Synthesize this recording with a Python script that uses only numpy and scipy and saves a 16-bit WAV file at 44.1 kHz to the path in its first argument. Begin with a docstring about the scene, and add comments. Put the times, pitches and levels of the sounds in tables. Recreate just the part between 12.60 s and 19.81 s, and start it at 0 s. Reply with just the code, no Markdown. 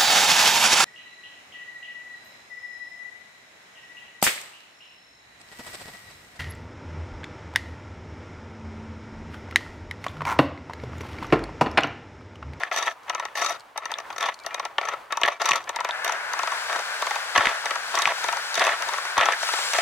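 """Hand-driven lathe and power saw in a garden

A gouge on a cord-driven lathe: facets bite, chips snap and fibres tear as noise through ringing wood and steel.
On each return stroke a high spot taps the edge once a turn. Chips tick, the blank squeaks; short low thumps
sound now and then. A power saw, leaning left, swells in as filtered noise; its blade later rings as wavering
sines. Shaped noise gives a faint garden rustle."""
import sys
import numpy as np
from scipy import signal
from scipy.fft import rfft, irfft
from scipy.io import wavfile
from scipy.ndimage import uniform_filter1d

SR = 44100
rng = np.random.default_rng(int(sys.argv[2]) if len(sys.argv) > 2 else 0)


def log_audio(samples):
    """Write samples as a 16-bit WAV file to the path given in sys.argv[1]."""
    # one column per channel
    frames = np.atleast_2d(samples).T
    # limit to full scale, then quantise
    limited = np.clip(frames, -1, 1)
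    pcm = np.round(limited * 32767).astype(np.int16)
    wavfile.write(sys.argv[1], SR, pcm)


N = 317961
T = np.arange(N) / SR
LEFT_RIGHT = np.array([[1], [-1]])  # opposite signs left and right


def undb(db):
    """Amplitude ratio from dB."""
    return 10 ** (np.asarray(db) / 20)


def unit(x):
    """Scale to rms 1."""
    return x / np.sqrt(np.mean(x ** 2))


def curve(table):
    """Columns of a table, joined by straight lines in time."""
    s, *columns = np.transpose(table)
    return [np.interp(T, s, column) for column in columns]


def ring(x, hz, width_hz):
    """Two-pole resonance, gain 1 at the centre."""
    b, a = signal.iirpeak(hz, hz / width_hz, fs=SR)
    return signal.lfilter(b, a, x)


def band(x, lo_hz, hi_hz):
    """Band-pass: small bodies radiate no bass, and air and wood eat the top."""
    sos = signal.butter(3, [lo_hz, hi_hz], "bandpass", fs=SR, output="sos")
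    return signal.sosfilt(sos, x)


def body(x, modes, side_db, shade_db=np.zeros(8)):
    """Parallel modes, neighbours leaning to opposite sides; scaled to rms 1 for unshaded white noise."""
    power = sum(undb(db) ** 2 * np.pi * width_hz / SR for hz, width_hz, db in modes)
    lean = undb(side_db) * LEFT_RIGHT
    out = 0
    for k, (hz, width_hz, db) in enumerate(modes):
        mode = undb(db) * ring(x * undb(shade_db[k]), hz, width_hz)
        out = out + mode * (1 + (-1) ** k * lean)
    return out / np.sqrt(power)


def colour(spectrum):
    """Noise with a given spectrum, straight lines over log frequency, rms 1."""
    hz, db = np.transpose(spectrum)
    log_hz = np.log(np.maximum(np.arange(N // 2 + 1) * SR / N, 1))
    gain = undb(np.interp(log_hz, np.log(hz), db, left=-70))
    return unit(irfft(rfft(rng.standard_normal(N)) * gain, N))


def walk(rate_hz):
    """Random levels held 1 / rate_hz s and slewed; spread near 1."""
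    hold = int(SR / rate_hz)
    steps = np.repeat(rng.standard_normal(N // hold + 1), hold)
    return uniform_filter1d(steps, hold // 2 + 1)[:N]


# garden noise spectrum: f/Hz, relative density/dB per Hz
GARDEN_SPECTRUM = [(25, -16), (100, -8.5), (200, -12), (1000, 7.5), (2300, -5), (5000, -17), (16000, -29)]
GARDEN_DB = -48.5  # shared part, before flicker


def garden():
    """Faint flickering rustle of shaped noise, only partly alike left and right."""
    side = colour(GARDEN_SPECTRUM) * undb(-6.5) * LEFT_RIGHT
    flicker = undb(2.2 * walk(9))
    return (colour(GARDEN_SPECTRUM) + side) * undb(GARDEN_DB) * flicker


# blank and bed modes: f/Hz, width/Hz, relative level/dB
WOOD_MODES = [(598, 18, -1.5), (703.4, 84, 5.5), (942, 153, 10), (1127, 88, 9.5), (1306.5, 66, 10),
              (1787, 190, 7), (2065, 52, -4)]
# gouge shank modes, rung under load: f/Hz, width/Hz, relative level/dB
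SHANK_MODES = [(1788, 400, 9.5), (2470, 940, -6), (3490, 470, 10.5)]


def wood(push, load, shade_db):
    """The blank and the bed ring under a push; under load the shank of the gouge joins in."""
    shank = band(body(push * load, SHANK_MODES, -7.0, shade_db[::-1]), 1215, 2920)
    blank = band(body(push, WOOD_MODES, -24.0, shade_db), 327, 3350)
    return blank + shank[..., ::-1, :]  # shank leans the other way


# gouge steel and chip modes: f/Hz, width/Hz, relative level/dB
STEEL_MODES = [(2820, 110, 5), (3766, 97, 10), (4600, 860, 2), (5860, 360, 8), (12400, 7500, -13)]


def steel(push, shade_db):
    """Noise under a push makes the edge sing, partly unlike left and right."""
    grain = rng.standard_normal((2, *push.shape))
    alike = body(push * grain[0], STEEL_MODES, -43, shade_db)
    apart = undb(-1.5) * body(push * grain[1], STEEL_MODES, -32, shade_db) * LEFT_RIGHT
    return band(alike + apart, 1540, 11940)


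# cutting strokes: start/s, end/s, drive level/dB, steel re wood/dB, shank load/0-1
CUTS = [(0, 0.042, -30, -20, 0.6), (0.119, 0.279, -29.5, -8, 0.67), (0.753, 0.921, -29.5, -7, 0.33),
        (1.593, 1.696, -30, -19, 0.65), (2.2, 2.337, -35, -22, 0.2), (2.627, 2.728, -34, -16, 0.66),
        (2.796, 2.982, -28.5, -16, 0.64), (3.451, 3.571, -34.5, -14, 0.53), (4.088, 4.206, -34.5, -19, 0),
        (4.747, 4.918, -27.5, -15, 0.98), (5.334, 5.509, -29, -18, 1), (5.955, 6.136, -27.5, -22, 1),
        (6.565, 6.709, -24, -40, 0.84), (7.128, 7.227, -27.5, -34, 1)]
# return strokes, one row each: t/s of every tap, one tap a turn
RETURN_TAPS = [(0.497, 0.549, 0.598, 0.653), (1.177, 1.256, 1.317, 1.386), (1.864, 1.945, 1.997, 2.052),
               (2.524, 2.572, 2.615, 2.66), (3.093, 3.161, 3.205, 3.247, 3.29),
               (3.735, 3.792, 3.833, 3.874, 3.919), (4.422, 4.468, 4.509, 4.557), (5.057, 5.108, 5.156),
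               (5.642, 5.685, 5.726, 5.77), (6.223, 6.288, 6.336, 6.381), (6.829, 6.888, 6.936, 6.986)]
BRUSH_DB, BRUSH_STEEL_REL_DB, BRUSH_LOAD = -37, -23.5, 0.11  # light rubbing on the return
BRUSH_LEAD_S, BRUSH_TRAIL_S = 0.022, 0.027  # before the first tap, after the last
START_S, FADE_S = 0.0055, 0.014  # linear onset; decay constant and length of the final ramp
COAST_DB, COAST_S = -11, .055  # faint rubbing after a stroke
LIFT_SHARE, LIFT_DB = 0.54, -9.5  # edge bounces clear for this share of the turn


def edge_contact():
    """Drive on wood and steel and shank load: firm start, short fade, faint coasting, dips after taps."""
    wood_drive, steel_drive, load = np.zeros(N), np.zeros(N), np.zeros(N)
    brushes = [(taps_s[0] - BRUSH_LEAD_S, taps_s[-1] + BRUSH_TRAIL_S, BRUSH_DB, BRUSH_STEEL_REL_DB, BRUSH_LOAD)
               for taps_s in RETURN_TAPS]
    for start_s, end_s, db, steel_rel_db, share in CUTS + brushes:
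        after = np.maximum(T - end_s, 0)
        onset = np.clip((T - start_s) / START_S, 0, 1)
        coast = undb(COAST_DB) * np.clip((COAST_S - after) / FADE_S, 0, 1)
        on = onset * np.maximum(np.exp(-after / FADE_S), coast)
        wood_drive += undb(db) * on
        steel_drive += undb(db + steel_rel_db) * on
        load = np.maximum(load, share * (T > start_s - START_S) * (after < COAST_S))
    clear = np.zeros(N)
    for taps_s in RETURN_TAPS:
        for s, turn_s in zip(taps_s, np.gradient(taps_s)):
            clear += (T > s) & (T < s + LIFT_SHARE * turn_s)
    bounce = undb(LIFT_DB * uniform_filter1d(clear, size=200))
    return wood_drive * bounce, steel_drive * bounce, load


SHADE_DB, SHADE_RATE_HZ = 3.3, 60  # spread of mode weights; how often they shift in a stroke


def shifting():
    """Weight of each mode (dB) as the edge travels over the grain."""
    return [SHADE_DB * walk(SHADE_RATE_HZ) for _ in range(8)]


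CRACKLE_DB = 2.5  # scale of the exponential spread of cracks


def tearing(wood_drive, steel_drive, load):
    """Fibres let go in clumps of tiny cracks, so the tearing stutters and crackles."""
    cracks = unit(rng.standard_normal(N) * undb(CRACKLE_DB * rng.exponential(size=N)))
    clumps = undb(2.2 * walk(70) - 2.0)
    rasp = wood(wood_drive * clumps * undb(2.63 * walk(300)) * cracks, load, shifting())
    hiss = steel(steel_drive * clumps * undb(2.7 * walk(400)), shifting())
    return rasp + hiss


# chips snapping off: t/s, level before band-pass/dB, f/Hz, decay constant/ms
SNAPS = [(0.035, -5.5, 1810, 1.13), (1.3397, -16, 3580, 2.2), (2.183, -6.5, 3100, .7),
         (2.6342, 1, 2870, 0.62), (2.918, 0.5, 2560, 0.7), (3.309, -13.5, 3630, 1.2),
         (4.8707, -1, 1990, 0.91), (5.456, 2, 2280, 0.68), (6.603, -4.5, 1240, 1), (6.687, 1.5, 1010, 0.86)]


def snaps():
    """One sharp click each into the chip's short ring, roughened as the fibres part."""
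    out, t = np.zeros(N), T[:SR // 50]
    rough = 1 + 0.2 * rng.standard_normal((len(SNAPS), len(t)))
    for (s, db, hz, decay_ms), grit in zip(SNAPS, uniform_filter1d(rough, size=4)):
        i = int(s * SR)
        envelope = (1 - np.exp(-t / 0.000082)) * np.exp(-1000 * t / decay_ms)
        out[i:i + len(t)] += undb(db) * envelope * grit * np.sin(2 * np.pi * hz * t)
    return band(out, 590, 9500)


TAP_HZ, TAP_SPREAD, TAP_GRIT_DB = 950, .07, 13  # mean pitch, relative spread, noise gain


def strikes(rows, load, wood_s, edge_s, lag_s=0, blunt=False):
    """Noise pushes ring wood and steel for milliseconds; a blunt push adds a sine near one pitch."""
    out, t = np.zeros((2, N + SR)), T[:SR // 20]
    starts = [int((s - .001) * SR) for s, wood_db, edge_db in rows]
    stretch = undb(0.95 * rng.standard_normal((len(rows), 1, 1)))  # durations vary
    late = np.maximum(t - lag_s, 0)
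    swell = late * np.exp(-late / (wood_s * stretch))
    push = swell * rng.standard_normal((len(rows), 1, len(t)))
    if blunt:
        hz = TAP_HZ * (1 + TAP_SPREAD * rng.standard_normal((len(rows), 1, 1)))
        push = undb(TAP_GRIT_DB) * push + swell * np.sin(2 * np.pi * hz * t)
    # each contact point favours other modes; axes: mode, wood or steel, row
    shade_db = SHADE_DB * rng.standard_normal((8, 2, len(rows)))[..., None, None]
    knocks = wood(push, load[starts][:, None, None], shade_db[:, 0])
    scuff = (1 - np.exp(-t / 0.00039)) * np.exp(-(t / (2 * edge_s * stretch)) ** 2)
    ticks = steel(scuff, shade_db[:, 1])
    for (s, wood_db, edge_db), i, knock, tick in zip(rows, starts, knocks, ticks):
        out[:, i:i + len(t)] += undb(wood_db) * knock / np.abs(knock).max()
        out[:, i:i + len(t)] += undb(edge_db) * tick / np.abs(tick).max()
    return out[:, :N]


# edge digs into a facet: t/s, wood peak/dB, steel peak/dB (before bench smear and lean)
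BITES = [(0.114, -14, -35), (0.135, -29, -39), (0.162, -16.5, -16), (0.186, -16.5, -18), (0.226, -22, -16),
         (0.754, -17.5, -28), (0.816, -20.5, -24), (0.846, -16, -17), (0.862, -24, -14.5),
         (0.895, -32, -29), (1.401, -24, -32), (1.503, -21.5, -32), (1.527, -29, -36), (1.562, -24, -30),
         (1.582, -21, -21.5), (1.608, -14.5, -20.5), (1.627, -14, -21), (1.638, -14, -32),
         (1.659, -21, -21), (1.686, -15.5, -28), (2.184, -10.5, -29), (2.213, -18.5, -30),
         (2.253, -18, -26), (2.287, -16, -22), (2.336, -19.5, -33), (2.634, -8, -24), (2.677, -10, -24),
         (2.683, -8, -25), (2.817, -11, -17.5), (2.857, -31, -12), (2.889, -8.5, -11), (2.909, -10.5, -15),
         (2.933, -10.5, -18), (2.958, -17, -15.5), (3.446, -16, -16), (3.478, -15, -17), (3.495, -13, -22),
         (3.522, -18.5, -19.5), (4.096, -21.5, -26), (4.128, -18, -22), (4.16, -17.5, -23),
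         (4.192, -24, -22.5), (4.76, -5.5, -19), (4.777, -4, -12), (4.807, -6.5, -34), (4.856, -13, -19),
         (5.353, -36, -13), (5.374, -11.5, -36), (5.388, -33, -13), (5.42, -35, -10), (5.473, -8.5, -17.5),
         (5.943, -26, -14), (5.954, -24, -14), (5.976, -10.5, -19), (5.995, -17, -12), (6.017, -7, -22),
         (6.04, -16, -16.5), (6.049, -14, -19), (6.067, -9, -18), (6.076, -9, -30), (6.092, -11, -26),
         (6.113, -23, -33), (6.452, -18, -25.5), (6.579, -6.5, -15.5), (6.61, -7.5, -19),
         (6.631, -13.5, -29), (6.656, -14, -14), (6.722, -12.5, -19.5), (6.733, -12.5, -33),
         (7.134, -14, -14.5), (7.161, -33, -22), (7.185, -10.5, -19)]


def bites(load):
    """Facets scuff the edge: the steel answers at once, the wood swells after it."""
    return strikes(BITES, load, wood_s=0.0022, edge_s=0.0027)


# loose chips tick on the bench: t/s, peak before bench smear and lean/dB
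CHIPS = [(0.433, -42), (0.997, -38), (1.006, -36), (1.742, -29.5), (1.79, -33), (1.8, -36), (1.837, -37),
         (3.041, -33)]
CHIP_HZ, CHIP_DECAY_S = 4300, 0.0019


def chips():
    """Short bright noise ticks with a broad ring."""
    out, t = np.zeros(N), T[:SR // 50]
    grain = rng.standard_normal((len(CHIPS), len(t))) * np.exp(-t / CHIP_DECAY_S)
    grain = band(grain, 2500, 9300)
    for (s, db), tick in zip(CHIPS, grain + 2 * ring(grain, CHIP_HZ, 900)):
        out[int(s * SR):][:len(t)] += undb(db) * tick / np.abs(tick).max()
    return out


TURN_S = .05  # reference time of one turn
TAP_DB, TAP_DB_PER_OCTAVE = -15, 5.5  # wood at the reference turn; rise for twice the speed
LAST_TAP_DB = -2.5  # added to wood, the blank is stopping
TAP_EDGE_DB, EDGE_FADE_DB = -16.5, -1.5  # steel at the first tap; change per tap


def taps(load):
    """A high spot hits once a turn: faster turns knock harder, and the gouge is eased off from tap to tap."""
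    rows = []
    for taps_s in RETURN_TAPS:
        for k, (s, turn_s) in enumerate(zip(taps_s, np.gradient(taps_s))):
            wood_db = TAP_DB + TAP_DB_PER_OCTAVE * np.log2(TURN_S / turn_s)
            wood_db += LAST_TAP_DB * (s == taps_s[-1])
            rows.append((s, wood_db, TAP_EDGE_DB + EDGE_FADE_DB * k))
    return strikes(rows, load, wood_s=.0026, edge_s=.0012, lag_s=.001, blunt=True)


def gouge():
    """Tearing, snaps, bites, chips and taps, with a short noise smear from the bench."""
    wood_drive, steel_drive, load = edge_contact()
    dry = tearing(wood_drive, steel_drive, load) + snaps() + bites(load) + chips() + taps(load)
    tail = rng.standard_normal((2, SR // 10)) * np.exp(-T[:SR // 10] / 0.011) * undb(-35.0)
    smear = signal.fftconvolve(dry, tail, axes=1)[:, :N]
    return (dry + smear) * undb(1.2 * LEFT_RIGHT)


# blank squeaks on its centres: t/s, length/s, start f/Hz, end f/Hz, peak/dB
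SQUEAKS = [(1.8, .04, 2370, 2270, -47), (1.895, .1, 2320, 2510, -42), (2.55, .025, 2600, 2550, -43),
           (2.72, .055, 2350, 2290, -43), (1.845, .09, 2680, 2950, -50)]


def squeaks():
    """Thin gliding sine whistles of dry metal on wood."""
    out = np.zeros(N)
    for s, length_s, start_hz, end_hz, db in SQUEAKS:
        u = np.clip((T - s) / length_s, 0, 1)
        phase = 2 * np.pi * np.cumsum(start_hz + (end_hz - start_hz) * u) / SR
        out += undb(db) * np.abs(np.sin(np.pi * u)) ** 0.62 * np.sin(phase)
    return out


# low thumps: t/s, peak/dB
THUMPS = [(2.638, -36), (2.913, -36.5), (4.78, -29.5), (4.869, -29.5), (5.471, -37), (5.99, -40),
          (6.581, -33.5)]
THUMP_S, THUMP_APART_DB = .006, -3  # envelope rise and decay constant; part unlike left and right


def thumps():
    """Short low noise thumps, partly unlike left and right."""
    out, t = np.zeros((2, N + SR)), T[:SR // 20]
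    thump = rng.standard_normal((len(THUMPS), 2, len(t))) * t * np.exp(-t / THUMP_S)
    for (s, db), (mid, side) in zip(THUMPS, band(thump, 17, 340)):
        both = mid + undb(THUMP_APART_DB) * side * LEFT_RIGHT
        out[:, int((s - THUMP_S) * SR):][:, :len(t)] += undb(db) * both / np.abs(both).max()
    return out[:, :N]


SKIRT_DB, SKIRT_HZ = -4, 130  # hiss level re the unwavered sine, width


def blade_mode(hz):
    """A wavering pure ring inside a narrow rough hiss."""
    pure = np.sqrt(2) * np.sin(2 * np.pi * (hz * T + rng.random())) * undb(2 * walk(12))
    return pure + undb(SKIRT_DB) * unit(ring(rng.standard_normal(N), hz, SKIRT_HZ))


# saw drive: t/s, motor whirr level/dB, blade wind level/dB
SAW_LEVELS = [(3.2, -46, -62), (3.35, -33.5, -47), (4.0, -33.5, -37), (6.6, -34, -36.5), (7.21, -33, -30.5)]
# motor housing modes: f/Hz, width/Hz, relative level/dB
WHIRR_MODES = [(1040, 1040, 16), (1500, 280, 22)]
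# blade wind spectrum: f/Hz, relative density/dB per Hz
WIND_SPECTRUM = [(2000, 5), (4500, 7), (7000, 0), (10000, -5.5), (16000, -16.5)]
# blade modes: f/Hz, level before swell/dB
BLADE_MODES = [(6325, -51), (7030, -50), (7574, -43), (8339, -54), (8586, -54), (9283, -53), (9372, -53),
               (9418, -53), (11009, -60), (11709, -60)]
# swell of the blade ring: t/s, gain/dB
RING_SWELL = [(6.7, -30), (6.88, -12), (7.0, -1)]
WHINE_HZ, WHINE_DB, WHINE_START_S, WHINE_DECAY_S = 1730, -40, 3.3, .8  # levels before the lean
SAW_LAG_SAMPLES, SAW_LEAN_DB, SAW_SIDE_DB = 5, 1.7, -7  # right lags; left up and right down; unlike part


def saw():
    """Noise through the housing, wind of the teeth, fading rough whine and the plate's modes, left first."""
    whirr_db, wind_db = curve(SAW_LEVELS)
    flutter_db = 1.2 * walk(11)

    def motor():
        housing = body(rng.standard_normal(N), WHIRR_MODES, side_db=-44)[0]
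        return band(housing, 495, 2590) * undb(whirr_db + flutter_db)

    def wind():
        return colour(WIND_SPECTRUM) * undb(wind_db + 1.3 * walk(7.2))

    plate = sum(undb(db) * blade_mode(hz) for hz, db in BLADE_MODES) * undb(curve(RING_SWELL)[0])
    since = np.maximum(T - WHINE_START_S, 0)
    whine = unit(ring(rng.standard_normal(N), WHINE_HZ, 40)) * undb(WHINE_DB)
    whine *= np.exp(-since / WHINE_DECAY_S) * (T > WHINE_START_S)
    on = T > SAW_LEVELS[0][0]
    mid = (motor() + wind() + plate + whine) * on
    side = undb(SAW_SIDE_DB) * (motor() + wind()) * on
    lean = undb(SAW_LEAN_DB)
    return np.array([lean * (mid + side), np.roll(mid - side, SAW_LAG_SAMPLES) / lean])


def scene():
    """Sum of all sources, stereo."""
    return garden() + gouge() + squeaks() + thumps() + saw()


TOP_HZ = 16200


def record(dry):
    """Steep elliptic low-pass cuts the top."""
    sos = signal.ellip(8, .2, 70, TOP_HZ, fs=SR, output="sos")
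    return signal.sosfilt(sos, dry)


dry = scene()
out = record(dry)
log_audio(out)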